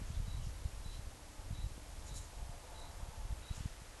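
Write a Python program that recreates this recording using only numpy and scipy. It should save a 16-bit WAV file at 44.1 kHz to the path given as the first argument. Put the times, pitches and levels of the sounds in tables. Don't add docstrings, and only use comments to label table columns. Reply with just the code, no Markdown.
import sys
import numpy as np
from scipy import signal
from scipy.fft import rfft, irfft, next_fast_len
from scipy.io import wavfile
from scipy.ndimage import map_coordinates

SR = 44100
rng = np.random.default_rng(int(sys.argv[2]) if len(sys.argv) > 2 else 0)


def store_wav(level_fs):
    pcm = np.round(np.clip(np.atleast_2d(level_fs), -1, 1) * 32767)
    wavfile.write(sys.argv[1], SR, pcm.T.astype(np.int16))


N = 176400


def amp(db):
    return 10 ** (np.asarray(db) / 20)


def unit(x):
    return x / np.sqrt(np.mean(x ** 2) + 1e-20)


def curve(rows):
    return np.interp(np.arange(N) / SR, *np.transpose(rows))


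def wobble(rate):
    return map_coordinates(rng.standard_normal(int(N * rate / SR) + 4), [np.arange(N) * rate / SR])


def filtered(x, response):
    size = next_fast_len(N + SR // 2)
    return irfft(rfft(x, size) * response(np.fft.rfftfreq(size, 1 / SR)), size)[:N]


def noise(response):
    return unit(filtered(rng.standard_normal(N), response))


def coloured(points):
    hz, db = np.transpose(points)
    return noise(lambda f: amp(np.interp(np.log(f + 1), np.log(hz + 1), db)))


def narrow(hz, width):
    return noise(lambda f: 1 / (1 + ((f - hz) / width * 2) ** 2))


def add(out, start_s, x):
    i = max(round(start_s * SR), 0)
    out[i:i + len(x)] += x[:max(N - i, 0)]


def cricket():
    # (time [s], level [dB], starting pitch [Hz], wing strokes [count], fall within a stroke [Hz])
    chirps = [(0.268, -61.5, 3990, 4, 280), (0.842, -60.5, 4024, 5, 190), (1.538, -62, 3990, 4, 332),
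              (2.075, -61.5, 4015, 4, 280), (2.746, -60.3, 4025, 4, 320), (3.420, -61.5, 3967, 4, 300)]
    period_s, stroke_s, tooth_hold_s = 0.030, 0.023, 0.00201
    rise_hz, scatter_hz = 14, 52
    loudest_share, taper_db = 0.28, 1.4
    garden_t60_s, echo_db = 0.32, 2
    t = np.arange(int(stroke_s * SR)) / SR
    progress = t / stroke_s
    echo_t = np.arange(SR // 3) / SR
    echo_decay = amp(-60 * echo_t / garden_t60_s)
    out = np.zeros(N)
    for start, db, hz, strokes, fall_hz in chirps:
        for k in range(int(round(strokes))):
            rasp = map_coordinates(rng.standard_normal(32), [t / tooth_hold_s])
            pitch = hz + rise_hz * (k - 1) - fall_hz * progress ** 2 + scatter_hz * (rasp - rasp.mean())
            envelope = np.abs(np.sin(np.pi * progress)) ** 0.5
            stroke = envelope * np.sin(2 * np.pi * np.cumsum(pitch) / SR)
            heard = signal.fftconvolve(stroke, rng.standard_normal(len(echo_t)) * echo_decay)
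            heard *= amp(echo_db) * np.linalg.norm(stroke) / np.linalg.norm(heard)
            heard[:len(t)] += stroke
            heard *= np.sqrt(period_s * SR) / np.linalg.norm(heard)
            stroke_db = db - taper_db * (k - loudest_share * strokes) ** 2
            add(out, start + k * period_s, amp(stroke_db) * heard)
    return out


def grip_rumble():
    # (time [s], level [dB])
    grip = [(0, -42), (0.3, -42), (0.48, -42.5), (0.56, -47.5), (0.95, -46.5), (1.12, -49), (1.28, -53),
            (1.39, -54), (1.47, -48), (1.69, -45.5), (1.77, -53), (2.12, -45.5), (2.27, -51), (2.42, -46),
            (2.68, -54.5), (3.05, -47), (3.35, -49.5), (3.7, -52), (4, -58)]
    # (frequency [Hz], relative level [dB])
    spectrum = [(8, -33), (20, 7.5), (36, 6), (55, 3.5), (82, -1), (120, -9.5), (190, -23), (260, -24.5),
                (500, -51), (1500, -91)]
    uneven_db = 2 * wobble(18)
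    return amp(curve(grip)) * unit(amp(uneven_db) * coloured(spectrum))


def case_thumps():
    thumps = [(0.017, -38, 102), (0.105, -33, 58), (0.174, -40, 62), (0.202, -35, 66), (0.282, -34, 67),
              (0.35, -38, 62), (0.398, -39, 62), (0.471, -31, 54.5), (0.658, -30, 51.4),
              (0.862, -39.5, 71.6), (0.994, -38.5, 61), (1.078, -42, 53.5), (1.396, -41.5, 42),
              (1.51, -34.5, 77), (1.531, -36, 61), (1.59, -43, 82.4), (1.644, -32, 44.3),
              (1.665, -33, 44.7), (1.719, -42.5, 50), (1.78, -43.5, 215), (2.115, -39, 61.4),
              (2.16, -45, 85), (2.374, -40, 45.5), (2.428, -42, 58.6), (2.497, -40.5, 71), (3.031, -36, 43),
              (3.09, -42.5, 62), (3.255, -41.5, 55), (3.309, -36, 53), (3.328, -33, 51), (3.512, -32, 59.6),
              (3.581, -42.5, 80.4), (3.608, -35.5, 73.4), (3.659, -30.5, 78), (3.82, -45, 88)]
    softness = 3.47
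    t, out = np.arange(N) / SR, np.zeros(N)
    for centre, db, hz in thumps:
        scaled_time = np.pi * hz * (t - centre)
        push = -scaled_time / (1 + scaled_time ** 2) ** softness
        out += amp(db) * push / np.abs(push).max()
    return out


def rustles():
    # (centre time [s], half length [s], level [dB], centre [Hz], width [octaves], resonance depth [ratio])
    brushes = [(0.09, 0.034, -67, 6500, .12, .8), (0.156, 0.022, -62, 3650, 0.2, .2),
               (0.438, 0.02, -66, 3000, .15, 1), (0.462, 0.024, -61, 5500, 0.19, 1.9),
               (0.948, 0.027, -62, 3800, .6, .6), (2.087, 0.02, -58, 6700, 0.36, 1.2),
               (2.172, 0.019, -51, 7350, 0.51, 1.1), (2.229, 0.037, -61.5, 7000, 0.27, 1),
               (3.572, 0.027, -59, 6750, 0.32, 0.8), (3.603, 0.078, -60.5, 2800, 1, .5)]
    # (frequency [Hz], width [Hz], gain at depth 1 [dB])
    resonances = [(3030, 670, 7), (5440, 440, 3.5), (6780, 540, 6), (7300, 420, 5), (8550, 300, 1.5),
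                  (9680, 490, 4.5)]
    grain_db, grains_per_s = 2.5, 220

    def body(f):
        return amp(sum(db / (1 + (2 * (f - hz) / width) ** 2) for hz, width, db in resonances))

    t, out = np.arange(N) / SR, np.zeros(N)
    for centre, half, db, hz, octaves, depth in brushes:
        rolloff = lambda f: np.sqrt(1 + np.abs(np.log2((f + 1) / hz) / octaves) ** 3)
        friction = noise(lambda f: body(f) ** depth / rolloff(f))
        grain = amp(grain_db * np.tanh(wobble(grains_per_s)))
        swell = np.exp(-0.5 * ((t - centre) / half) ** 2)
        out += amp(db) * swell * unit(friction * grain)
    return out


def traffic():
    # (time [s], level [dB])
    roar_level = [(0, -90), (1.2, -79), (2.0, -76), (2.35, -66.5), (2.75, -62.8), (3.05, -64), (3.29, -67),
                  (3.45, -75), (4, -76)]
    # (frequency [Hz], relative level [dB])
    tyres = [(250, -37), (450, -5), (560, 6), (700, 5), (745, 0), (800, 7), (950, 7), (1150, -1.5),
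             (1600, -7.5), (3000, -53)]
    # (frequency [Hz], width [Hz], relative level [dB])
    weak_whines = [(697, 25, -5), (503, 22, -11)]
    # (time [s], level [dB])
    whine_level = [(0, -78), (1.0, -77), (1.8, -73.5), (2.3, -74), (2.75, -64), (3.05, -71), (3.27, -64.5),
                   (3.38, -75), (4, -74)]
    # (time [s], level [dB])
    drone_level = [(0, -82), (0.9, -75.5), (1.25, -70), (1.75, -70), (2.1, -75.5), (4, -85)]
    roar = coloured(tyres) + sum(amp(db) * narrow(hz, width) for hz, width, db in weak_whines)
    whine = amp(curve(whine_level)) * narrow(hz=870.6, width=25)
    drone = amp(curve(drone_level)) * narrow(hz=294, width=32)
    return amp(curve(roar_level)) * roar + whine + drone


def drizzle():
    drops_per_s, level_db, centre_hz, ring_cycles = 300, -74.5, 4950, 3.4
    draws = rng.random((int(drops_per_s * N / SR), 3))
    arrival, pitch, size = np.hsplit(draws, 3)
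    t = np.arange(SR // 200) / SR
    hz = centre_hz * 2 ** (2 * pitch - 1)
    strength = -np.log(1 - size)
    ticks = strength * np.sin(2 * np.pi * hz * t) * np.exp(-2 * hz * t / ring_cycles)
    places = (arrival * N).astype(int) + np.arange(len(t))
    return amp(level_db) * unit(np.bincount(places.ravel(), ticks.ravel(), N)[:N])


def hiss():
    # (time [s], level [dB])
    level = [(0, -58), (0.8, -58), (1.2, -59), (2.0, -58), (2.8, -58.5), (3.3, -58.5), (4, -58.5)]
    # (frequency [Hz], relative level [dB])
    spectrum = [(200, -0.5), (900, 1), (1600, -1.6), (2500, 0.2), (3500, -0.1), (5000, -0.2), (6700, 0.14),
                (8500, -1.5), (11700, -3)]
    return amp(curve(level)) * coloured(spectrum)


def town_hum():
    # (frequency [Hz], relative level [dB])
    spectrum = [(60, -1.5), (200, -0.5), (300, 0.5), (390, -1), (570, 1.5), (780, -1), (950, -1.5),
                (1400, -6), (2200, -9.5), (4000, -39)]
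    level_db = -61.5 + 0.6 * wobble(4.69)
    return amp(level_db) * coloured(spectrum)


def wash():
    # (time [s], level [dB])
    level = [(0, -66.5), (1, -84.5), (3.3, -71.5), (3.6, -66.5), (4, -66.5)]
    # (frequency [Hz], relative level [dB])
    spectrum = [(600, -38), (1100, 1), (1600, 1.5), (2300, -4.5), (3200, -6), (6000, -31)]
    return amp(curve(level)) * coloured(spectrum)


def scene():
    background = hiss() + town_hum() + wash() + traffic()
    handling = grip_rumble() + case_thumps() + rustles()
    mono = background + handling + cricket() + drizzle()
    return np.array([mono, mono])


def record(dry):
    limit_hz = 11850
    return np.array([filtered(channel, lambda f: f < limit_hz) for channel in dry])


dry = scene()
out = record(dry)
store_wav(out)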